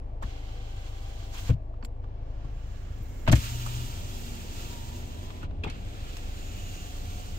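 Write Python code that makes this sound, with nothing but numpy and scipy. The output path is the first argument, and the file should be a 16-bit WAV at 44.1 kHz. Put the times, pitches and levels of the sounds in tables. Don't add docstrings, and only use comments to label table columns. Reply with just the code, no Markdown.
import sys
import numpy as np
from scipy import signal
from scipy.fft import rfft, irfft, next_fast_len
from scipy.io import wavfile

SR = 44100
rng = np.random.default_rng(int(sys.argv[2]) if len(sys.argv) > 2 else 0)


def rack_gain(trim_db):
    fader = np.asarray(trim_db, float)
    return 10 ** (fader / 20)


def master(y):
    cut = np.clip(np.atleast_2d(y).T, -1, 1)
    pcm = np.round(cut * 32767)
    wavfile.write(sys.argv[1], SR, pcm.astype(np.int16))


N = 325458
SIZE = next_fast_len(N + 64)
HZ = np.arange(SIZE // 2 + 1) * SR / SIZE + 1e-3
PORT_LAG_S = 0.00043

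# (time [s], shaft rate [Hz], shaft hum [dB], order 2 level [dB], commutator whine [dB])
FAR_MOTOR_UP = [
    (0.27, 95.7, -58, -78, -59.5),
    (0.86, 97.93, -51, -73, -63.5),
    (1.36, 97.4, -51, -61, -59.5),
    (1.47, 92.6, -36.5, -53, -58),
]
NEAR_MOTOR_DOWN = [(3.42, 114.8, -38, -50, -62), (3.5, 116.7, -33.5, -53, -62),
                   (3.65, 118.7, -33.5, -51.5, -60.5), (3.83, 119.4, -35, -50.5, -63),
                   (4.0, 119, -57, -56, -64), (4.27, 119, -47.5, -46.5, -69), (4.6, 117.5, -51, -56, -65.5),
                   (4.72, 120, -48.5, -55.5, -58), (4.83, 117.3, -48.5, -54, -60),
                   (4.93, 120.5, -52, -51.5, -58), (5.05, 120.6, -46, -49, -72),
                   (5.17, 122.3, -51, -52.5, -65), (5.3, 124.3, -57, -56, -62),
                   (5.44, 124.3, -51, -63, -63)]
NEAR_MOTOR_UP = [(5.72, 93.18, -44, -54, -65), (5.85, 95.1, -46, -58.5, -72), (6.3, 94.34, -51, -68, -63.5),
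                 (6.6, 93.25, -39, -55, -64), (6.9, 91.76, -56, -58, -61), (7.22, 91.1, -41.5, -55, -56.5),
                 (7.38, 91.6, -38, -57, -62)]
# (multiple of shaft rate, level re order 3 [dB])
GEAR_ORDERS = [(4, -11), (5, -2.5), (6, -5), (7, -5)]
# (multiple of shaft rate, level [dB])
BRUSH_ORDERS = [(16, -65), (22, -65), (24, -76), (27, -67), (32, -68)]

# (time [s], level [dB], dullness [1]: less felt touched, or facing away)
FAR_SLIDE = [(0.23, -56, 0.48), (0.274, -55, 0.56), (0.89, -55, 0.26), (1.32, -55, 0.11)]
FAR_SEAL = [(1.34, -49.5, 0.05), (1.39, -46.5, 0.1), (1.43, -52.5, -0.26), (1.49, -46.5, 0.1),
            (1.52, -60, 0.4), (1.54, -55.5, .5), (1.555, -75, 0.6)]
NEAR_SLIDE_DOWN = [(3.285, -59, 0.5), (3.312, -64, 0.99), (3.336, -46.5, 0.064), (3.446, -42, 0.073),
                   (3.53, -48.5, 0.0), (4.2, -51.5, 0.029), (4.68, -51, 0.12), (4.98, -53.5, 0.11),
                   (5.41, -56, 0.52), (5.45, -52.5, 1.5), (5.475, -66, 1.5), (5.52, -65, 1.4),
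                   (5.62, -67, 1.2)]
NEAR_SLIDE_UP = [(5.65, -54, 2.5), (5.68, -48.5, 2.8), (5.72, -49.5, 1.3), (5.81, -56, 0.56),
                 (5.95, -53.5, 0.65), (6.22, -52, 0.4), (6.54, -52.5, 0.26), (6.74, -52, 0.2),
                 (7.38, -53.5, 0.16)]
VENT = [(2.03, -71, 3), (2.3, -67, 0.9), (2.45, -61.5, 1), (2.55, -63, 0.55), (2.7, -59.5, 0.4),
        (2.9, -58.5, 0.5), (3.08, -60.5, 0.0), (3.27, -58.5, 0)]
# (frequency [Hz], level per Hz [dB])
FAR_FELT = [(760, 8), (1300, -5), (1580, -2.5), (1800, -9), (1930, -4.5), (3190, -2), (3690, -4.5),
            (4400, -6.5), (5040, -9), (6960, -5.5), (10000, -23), (13600, -18), (15700, -15.5)]
NEAR_FELT = [(760, -2), (1300, 7), (1570, 0.5), (1720, 1), (2080, 0.5), (2640, 5), (3690, 0.5), (4270, -6),
             (5650, -12), (6750, -9), (8310, -13), (9820, -22.5), (10700, -18), (13300, -6), (15700, -3.5)]
VENT_AIR = [(760, -5), (1300, 0.5), (1490, -2), (1650, -1.5), (2210, -4.5), (2930, -5), (4360, -11.5),
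            (7110, -6), (9720, -29.5), (13700, -24), (15700, -19.5)]

# (time [s], peak [dB], pitch factor [1], upper mode hardness [dB], share of free ring time [1])
THUDS = [(0.236, -26.5, 0.77, -4.5, 0.61), (1.4927, -12, 0.922, -9, 0.47), (1.502, -18, 0.954, -1.5, 0.56),
         (1.511, -21, 1.24, -10, 0.39), (1.525, -22.5, 0.83, -8, 0.55), (1.537, -23.5, 1.08, -21, 0.89),
         (1.829, -38, 0.9, 9, 0.94), (2.441, -32.5, 1.01, 0.5, 1), (2.999, -31, 0.794, -5, 0.74),
         (3.278, -15.5, 0.95, 1, 0.67), (3.286, -13.5, 0.89, -10, 0.28), (3.299, -12, 1.19, -8, 0.34),
         (3.317, -14.5, 0.804, -6, 0.48), (3.3273, -5.5, 0.97, 1, 0.58), (3.346, -19, 1.01, -12, 0.5),
         (3.373, -20, 0.94, -3.5, 0.59), (5.432, -28, 1.125, 1, 0.55), (5.499, -25.5, 0.604, -10, 0.36),
         (5.579, -28.5, 0.69, -12, 1), (5.638, -32, 1.17, 13, 0.33), (5.661, -26.5, 1.3, 4, 0.32),
         (5.684, -32.5, 0.86, 5, 0.42)]
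# (frequency [Hz], level [dB], decay time t60 [s])
DOOR_MODES = [(64.9, 3.5, 0.19), (83.5, 2, 0.19), (122.2, 0, 0.14), (150.5, -4, 0.097), (257, -8.5, 0.11),
              (328, -10, 0.12), (362, -13, 0.047), (573, -21.5, 0.27)]
# (time [s], peak [dB], top frequency [Hz], decay time t60 [s])
STRIKES = [(1.493, -32, 1480, 0.029), (1.503, -34, 2510, 0.06), (1.739, -50, 1500, 0.023),
           (1.812, -49, 1490, .04), (1.8255, -39.5, 1800, .05), (1.8475, -35.5, 4030, 0.021),
           (1.8478, -38, 10000, .03), (2.04, -58, 4760, 0.065), (3.2755, -20, 2500, 0.025),
           (3.281, -25, 3500, 0.019), (3.295, -20.5, 3440, 0.026), (3.315, -27.5, 7500, 0.063),
           (3.322, -22, 9000, 0.029), (3.3266, -16, 3030, 0.048), (3.332, -20, 2500, 0.044),
           (3.306, -43, 7000, .06), (5.303, -39, 4000, 0.027), (5.429, -47, 3430, 0.071),
           (5.509, -48, 3496, 0.035), (5.637, -29, 3800, 0.033), (5.645, -30, 1200, 0.035),
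           (5.699, -36, 8000, 0.025), (5.661, -46, 3480, .05), (6.1675, -33, 6500, .025),
           (3.265, -34, 3000, 0.064), (3.302, -35, 3500, 0.045), (3.354, -30, 7000, 0.076),
           (3.362, -29.5, 4000, .05)]

# (time [s], ring [dB], ring frequency [Hz], crunch [dB], crack [dB])
TICKS = [(.223, -31, 1075, -74, -50.5), (.228, -42, 1780, -88, -65), (1.346, -49, 1120, -49, -55),
         (1.379, -40, 1190, -58, -48), (1.49, -33, 487, -46, -53), (1.497, -45, 1420, -42.5, -48),
         (1.824, -55, 4400, -53, -82), (2.443, -49, 1090, -67, -68), (3.262, -40, 700, -52, -62),
         (3.279, -28, 650, -50, -55), (3.292, -32.5, 1210, -36, -65), (3.353, -36.5, 3000, -43, -35),
         (3.66, -34, 1300, -43, -41), (3.661, -46, 870, -60, -60), (5.303, -52, 1110, -51, -56),
         (5.427, -42, 1377, -59, -55.5), (3.315, -29, 600, -44, -32)]
# (time [s], ring [dB], ring frequency [Hz], crunch [dB], crack [dB])
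TAKE_UP = [(5.634, -34, 2600, -64, -70), (5.635, -39, 3360, -61, -60), (5.637, -34, 436, -50, -52),
           (5.641, -46, 1410, -46, -60), (5.668, -36, 834, -58, -69), (5.674, -43, 2240, -62, -60),
           (5.672, -41, 320, -60, -68), (5.664, -44, 1300, -62, -70), (5.652, -47, 2500, -62, -66),
           (5.698, -48, 2350, -60, -66), (5.697, -46.5, 4260, -46, -56)]
# (time [s], ring [dB], ring frequency [Hz], crunch [dB], crack [dB])
SNAPS = [(1.739, -54, 940, -68, -83), (1.848, -44, 7340, -52, -45), (2.04, -45, 1150, -64, -79),
         (1.826, -42, 1100, -60, -80), (3.3225, -34, 5750, -44, -24), (6.1675, -54, 5200, -50, -43),
         (1.837, -56, 7500, -75, -70)]
# (time [s], ring [dB], crunch [dB], crack [dB], gap between touches [s])
CLUNKS = [
    (3.2755, -26, -31.5, -43.5, .003),
    (3.3258, -24.5, -47, -56.5, 0.0013),
]
# (frequency [Hz], level [dB])
LINKAGE = [(850, -0.5), (1490, -0.5), (660, -1.5), (1270, -2.5), (1820, -3)]

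# (time [s], length [s], start frequency [Hz], end frequency [Hz], level [dB])
PANE_STREAKS = [(0.3, 0.68, 2980, 3170, -56), (.85, 0.44, 3200, 3430, -65), (2.95, 0.48, 2080, 2240, -60),
                (3.05, .2, 7900, 7850, -62), (3.4, 0.37, 2770, 2980, -47), (3.95, 0.26, 2450, 2700, -56),
                (4.3, 0.32, 2800, 2850, -65), (4.55, 0.19, 2600, 2610, -50), (4.15, .3, 6900, 6900, -57),
                (4.95, 0.301, 6700, 6850, -56), (5.75, 0.35, 2460, 2520, -64), (6.35, 0.6, 2596, 2700, -53),
                (6.5, 0.42, 2830, 2830, -49), (6.25, 0.74, 7030, 6700, -46), (6.55, 0.36, 6300, 6400, -50)]
# (time [s], length [s], start frequency [Hz], end
# frequency [Hz], level [dB])
WHINES_AND_RINGS = [(1, 0.91, 685, 620, -57), (0.44, 0.99, 1200, 1200, -65), (.25, .7, 485, 492, -60),
                    (1.5, 1.1, 490, 500, -61), (3.9, .12, 3110, 3210, -53), (4.05, .2, 3600, 3210, -54),
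                    (3.6, .13, 2360, 2460, -53), (3.68, .27, 2890, 2860, -54), (4.22, .28, 2830, 2600, -56),
                    (3.5, .15, 2780, 3100, -52), (6.15, .15, 2500, 2580, -56), (6.5, 0.34, 2930, 2880, -57),
                    (7.05, .2, 2880, 3050, -59), (5.659, .024, 845, 870, -33), (5.635, .014, 2600, 2640, -34),
                    (3.276, .018, 650, 640, -24), (3.274, .012, 900, 880, -25)]
# (time [s], length [s], start frequency [Hz], end frequency [Hz], level [dB])
SEAL_SQUEAKS = [(2.94, .03, 13200, 15700, -74), (3.02, .065, 14000, 15300, -70),
                (3.13, .08, 15000, 15200, -78), (3.05, 0.078, 13650, 13700, -70),
                (3.162, 0.056, 13600, 13500, -71), (3.23, .08, 13600, 13800, -67)]

# (level facing far door [dB], level facing near door [dB], gain with window open [dB])
IDLE_ORDERS = [(-36.5, -40, -0.5), (-39, -41, -5.5), (-48, -46, -2), (-46, -52.5, -4)]
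# (multiple of firing rate, level re order 1 [dB])
HALF_ORDERS = [(1.5, -11.5), (2.5, -18), (3.5, -12), (4.5, -40), (5, -21)]
# (time [s], share of the turn [1])
TURN = [(0, 0), (1.9, 0.22), (2.4, 0), (3.1, 0.83), (4.0, 1), (7.38, 0.91)]
# (time [s], opening [1])
OPENING = [
    (0, 0.17),
    (3.35, 0.07),
    (5.44, 0.95),
    (5.72, 0.45),
    (7.38, 0.7),
]
# (time [s], level [dB])
SHAKE = [(0, -42), (0.39, -48), (1.9, -46), (2.8, -37.5), (3.2, -37.5), (3.5, -34.5), (4.5, -35.5),
         (5.3, -35.5), (7.38, -36.5)]
# (frequency [Hz], level per Hz [dB])
RUMBLE = [(12, -58.5), (20, 4), (40, -8), (97, -3), (117, -11.5), (173, -17.5), (189, -11), (220, -23),
          (290, -15), (480, -120)]
BLOWER = [(110, -75), (180, -5), (226, 4), (271, 4), (513, -9), (595, -4.5), (700, -12.5), (811, -12),
          (1000, -17), (1090, -15), (1240, -22.5), (1450, -25.5), (2350, -28.5), (9000, -50.5),
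          (11700, -103), (19800, -120)]

# (frequency [Hz], bandwidth [Hz], gain [dB])
CABIN_MODES = [(488, 13, 5), (694, 15, 10.5), (776, 62, 5.5), (864, 28, 6), (975, 40, 6), (1169, 27, 5.5),
               (1390, 45, 2.5), (1590, 25, 3), (1687, 6.8, 8.5), (1847, 9.9, 3.5), (2305, 22, 4),
               (2700, 40, 3.5), (2920, 34, 4), (3257, 52, 5), (4150, 65, 3.5)]
# (frequency [Hz], left re right [dB])
PORT_TILT = [(60, 3.5), (110, 3), (200, 4), (380, 1), (700, 4.5), (1290, 0.5), (2380, -2.5), (4400, -4.5),
             (8120, -3.5), (15000, -1)]
# (frequency [Hz], left-right likeness [1])
LIKENESS = [(30, 1), (120, 1), (240, 0.92), (350, 0.67), (1000, 0.51), (2500, 0.27), (6000, 0.092),
            (12000, 0.026)]


def motor(table, third_db):
    gate, shaft_hz, hum_db, second_db, bars_db = in_time(table, fade_s=0.051)
    on = gate > 0
    turn = 2 * np.pi * np.cumsum(shaft_hz * (1 + 0.0014 * drift(11.0)))[on] / SR
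    clean = [(1, hum_db), (2, second_db), (3, third_db + 2 * drift(7))]
    clean += [(k, third_db + db) for k, db in GEAR_ORDERS]
    out = np.zeros(N)
    for k, db in clean:
        out[on] += rack_gain((db + 1.5 + 1.5 * drift(9.9))[on]) * np.sin(k * turn + k * k)
    rough = 0.2
    bars = rack_gain(bars_db + 7.0) * (1 - rough + rough * drift(30))
    out[on] += bars[on] * np.sin(8 * turn + 0.5 * drift(25)[on])
    for k, db in BRUSH_ORDERS:
        chatter = rack_gain(db + 1.3 * drift(4.9)) * drift(90)
        out[on] += chatter[on] * np.sin(k * turn)
    return gate * out


def hiss(table, spectrum, mid_db, top_db, lag_s, alike_scale, patchy_db):
    gate, level_db, dull = in_time(table)
    band_db = level_db, level_db + mid_db - 11 * dull, level_db + top_db - 15.5 * dull
    bands = noise_bands(spectrum, (1100, 5000, 9500, 17000), lag_s, alike_scale)
    shared = drift(5.4)
    out = 0
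    for db, band in zip(band_db, bands):
        flicker_db = patchy_db * (shared + 1.03 * drift(28))
        out = out + rack_gain(db + flicker_db) * band
    return gate * out


def thuds():
    out, push = np.zeros(N + SR), np.zeros(SR // 2)
    push[:90] = np.hanning(90) / 45
    for s, peak_db, pitch, upper_db, ring_share in THUDS:
        boom = 0
        for k, (hz, level_db, t60) in enumerate(DOOR_MODES):
            mode_db = level_db + upper_db * (hz > 200) - 5.5 * (hz < 100)
            boom = boom + rack_gain(mode_db) * (-1) ** k * ring(push, hz * pitch, t60 * max(ring_share, 0.1))
        at = round(s * SR)
        out[at:at + len(push)] += rack_gain(peak_db) * boom / np.abs(boom).max()
    return out[:N]


def strikes():
    out, t = np.zeros((3, N + SR)), np.arange(SR // 10) / SR
    for s, peak_db, top_hz, t60 in STRIKES:
        band = signal.butter(3, [350, top_hz], "band", fs=SR, output="sos")
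        envelope = np.minimum(t / 0.0011, 1) * rack_gain(-60 * t / max(t60, 0.008))
        burst = signal.sosfilt(band, rng.standard_normal((3, len(t))) * envelope)
        at = round(s * SR)
        out[:, at:at + len(t)] += rack_gain(peak_db + 2.0) * burst / np.abs(burst).max()
    return to_ports(out[0, :N], out[1:, :N], lag_s=0.0002, alike_scale=0.95)


def contacts():
    kinds = (TICKS, 0.062), (SNAPS, 0.037), (TAKE_UP, 0.071)
    rows = [(*row, t60) for table, t60 in kinds for row in table]
    for s, db, crunch_db, crack_db, gap_s in CLUNKS:
        for k, (hz, part_db) in enumerate(LINKAGE):
            rows.append((s + k * gap_s, db + part_db, hz, crunch_db, crack_db, 0.024))
    return rows


def clicks():
    out, t = np.zeros((3, N + SR)), np.arange(SR // 8) / SR
    crunch_band = signal.butter(4, [1300, 3900], "band", fs=SR, output="sos")
    for s, ring_db, hz, crunch_db, crack_db, t60 in contacts():
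        swell = (1 - np.exp(-t / (0.019 * t60))) ** 2
        force = rng.standard_normal((3, len(t))) * swell * rack_gain(-60 * t / max(t60, 0.01))
        plastic = ring(force, hz, max(16.0 / hz, 0.011))
        crunch = signal.sosfilt(crunch_band, force) + 0.2 * ring(force, hz=2640, t60=0.0048)
        crack = 0.5 * ring(force, hz=4460, t60=0.0014) - ring(force, hz=7620, t60=0.0015)
        crack = crack + 0.6 * ring(force, hz=13500, t60=0.0011)
        at = round(s * SR)
        for part, db in (plastic, ring_db), (crunch, crunch_db), (crack, crack_db):
            out[:, at:at + len(t)] += part / np.abs(part).max() * rack_gain(db + 5.5)
    return to_ports(out[0, :N], out[1:, :N], lag_s=0.00034, alike_scale=0.87)


def squeaks(table, unsteady, flutter_per_s, depth_db):
    out = np.zeros(N + SR)
    wobble, flutter_db = 1 + unsteady * drift(flutter_per_s), depth_db * drift(50)
    for s, length_s, from_hz, to_hz, db in table:
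        at, done = round(s * SR), np.linspace(0, 1, round(length_s * SR))
        span = slice(at, at + len(done))
        glide_hz = from_hz + (to_hz - from_hz) * done
        turn = 2 * np.pi * np.cumsum(glide_hz * wobble[span]) / SR
        swell = np.sqrt(np.sin(np.pi * done) + 1e-9)
        out[span] += swell * rack_gain(db + flutter_db[span]) * np.sin(turn)
    return out[:N]


def engine():
    firing_hz = 26.3
    facing, opening = in_time(TURN)[1], in_time(OPENING)[1]
    order_db = [far_db + (near_db - far_db) * facing + open_db * opening
                for far_db, near_db, open_db in IDLE_ORDERS]
    turn = 2 * np.pi * np.cumsum(firing_hz * (1 + 0.0016 * drift(2.4))) / SR + 2.17
    out = np.zeros(N)
    for k, db in enumerate(order_db):
        out -= rack_gain(db + 2.5 + 0.29 * drift(0.66)) * np.cos((k + 1) * turn + 0.5 * k)
    for multiple, db in HALF_ORDERS:
        level = rack_gain(order_db[0] + db + 4.2 * drift(3.8))
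        out += level * np.cos(multiple * turn + 1.6 * drift(0.64))
    pan_db = -1.5 - 2.0 * facing
    return to_ports(out, np.zeros((2, N)), PORT_LAG_S) * [rack_gain(pan_db / 2), rack_gain(-pan_db / 2)]


def cabin():
    facing, rumble_db = in_time(TURN)[1], in_time(SHAKE)[1]
    shade_db = -3.5 * np.sin(np.pi * np.clip(facing, 0, 1))
    blower_db = -49.5 + 0.5 * facing + shade_db
    low_db = -4.5 + 6.0 * facing
    rumble, = noise_bands(RUMBLE, edges_hz=(22, 190), lag_s=PORT_LAG_S, alike_scale=0.86)
    low, high = noise_bands(BLOWER, edges_hz=(170, 420, 15800), lag_s=PORT_LAG_S, alike_scale=0.97)
    rumble = rack_gain(rumble_db - 4.0 + 0.72 * drift(2.2)) * rumble * rack_gain([[-1.3], [1.3]])
    blower = rack_gain(low_db - 3.5) * low + rack_gain(-2.5) * high
    return rumble + rack_gain(blower_db - 1.0 + 0.14 * drift(28)) * blower


def ring(force, hz, t60):
    r, w = rack_gain(-60 / (t60 * SR)), 2 * np.pi * hz / SR
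    return signal.lfilter([0, np.sin(w)], [1, -2 * r * np.cos(w), r * r], force + 1e-18)


def noise_bands(spectrum, edges_hz, lag_s, alike_scale):
    white = rng.standard_normal((3, len(HZ))) + 1j * rng.standard_normal((3, len(HZ)))
    mode_power = 1
    for hz, width, db in CABIN_MODES:
        mode_power = mode_power + (rack_gain(2 * db) - 1) / (1 + ((HZ - hz) / width * 2) ** 2)
    coloured = ports(white[0], white[1:], lag_s, alike_scale)
    coloured = coloured * rack_gain(at_hz(spectrum, HZ)) * np.sqrt(mode_power)
    below = [1 / (1 + (HZ / edge) ** 12) for edge in edges_hz]
    bands = []
    for low, high in zip(below, below[1:]):
        weight = np.sqrt(np.maximum(high - low, 0))
        bands.append(rms_one(irfft(coloured * weight, SIZE)[:, :N]))
    return bands


def ports(direct, diffuse, lag_s, alike_scale):
    alike = np.clip(alike_scale * at_hz(LIKENESS, HZ), 0, 1)
    late = np.exp(-2j * np.pi * HZ * lag_s * np.array([[0], [1]]))
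    tilt = rack_gain(at_hz(PORT_TILT, HZ) / 2)
    return (np.sqrt(alike) * direct * late + np.sqrt(1 - alike) * diffuse) * [tilt, 1 / tilt]


def to_ports(direct, diffuse, lag_s, alike_scale=1.0):
    return irfft(ports(rfft(direct, SIZE), rfft(diffuse, SIZE), lag_s, alike_scale), SIZE)[:, :N]


def drift(rate):
    r = np.exp(-80 * np.pi * rate / SR)
    slow = signal.lfilter([1], [1, -2 * r, r * r], rng.standard_normal(N // 40 + 2002))[2000:]
    return np.interp(np.arange(N) / 40, np.arange(len(slow)), rms_one(slow))


def in_time(rows, fade_s=0.018):
    s, *columns = np.transpose(rows)
    t = np.arange(N) / SR
    gate = np.clip(np.minimum(t - s[0], s[-1] - t) / fade_s + 1, 0, 1)
    return [gate] + [np.interp(t, s, column) for column in columns]


def at_hz(points, hz):
    point_hz, value = np.transpose(points)
    return np.interp(np.log(hz), np.log(np.maximum(point_hz, 1)), value)


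def rms_one(x):
    return x / np.sqrt(np.mean(x ** 2) + 1e-20)


def scene():
    motors = (motor(FAR_MOTOR_UP, third_db=-62) + motor(NEAR_MOTOR_DOWN, third_db=-60.5)
              + motor(NEAR_MOTOR_UP, third_db=-65.0))
    tones = motors + thuds()
    tones_diffuse = np.roll([tones, tones], 40, axis=1) * [[1], [-1]]
    body = to_ports(tones, tones_diffuse, lag_s=0.00018)
    far = hiss(FAR_SLIDE + FAR_SEAL, FAR_FELT, mid_db=-8.5, top_db=-8.5,
               lag_s=0.00022, alike_scale=0.49, patchy_db=1.0)
    near = hiss(NEAR_SLIDE_DOWN + NEAR_SLIDE_UP, NEAR_FELT, mid_db=0.64, top_db=-6.0,
                lag_s=PORT_LAG_S, alike_scale=1.66, patchy_db=0.72)
    vent = hiss(VENT, VENT_AIR, mid_db=-11.5, top_db=-4.5, lag_s=0.0001, alike_scale=0.44, patchy_db=0.5)
    vent = vent * rack_gain([[-1.5], [1.5]])
    pane = squeaks(PANE_STREAKS, unsteady=0.035, flutter_per_s=150, depth_db=1.5)
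    whines = squeaks(WHINES_AND_RINGS, unsteady=0.0068, flutter_per_s=34, depth_db=4.0)
    seal = squeaks(SEAL_SQUEAKS, unsteady=0.007, flutter_per_s=70, depth_db=6.0)
    silent = np.zeros((2, N))
    whistles = to_ports(pane, silent, PORT_LAG_S) + to_ports(whines, silent, lag_s=0.0003) + seal
    return body + far + near + vent + whistles + clicks() + strikes() + engine() + cabin()


def band_limit(x):
    return signal.sosfilt(signal.butter(12, 15970, fs=SR, output="sos"), x)


def record(dry):
    self_noise = rack_gain(-89) * rng.standard_normal(dry.shape)
    rounded = 1.288 * np.tanh(dry / 1.308) + self_noise
    low_pass = signal.ellip(12, 0.5, 70, 15770, fs=SR, output="sos")
    return band_limit(signal.sosfilt(low_pass, rounded))


dry = scene()
out = record(dry)
master(out)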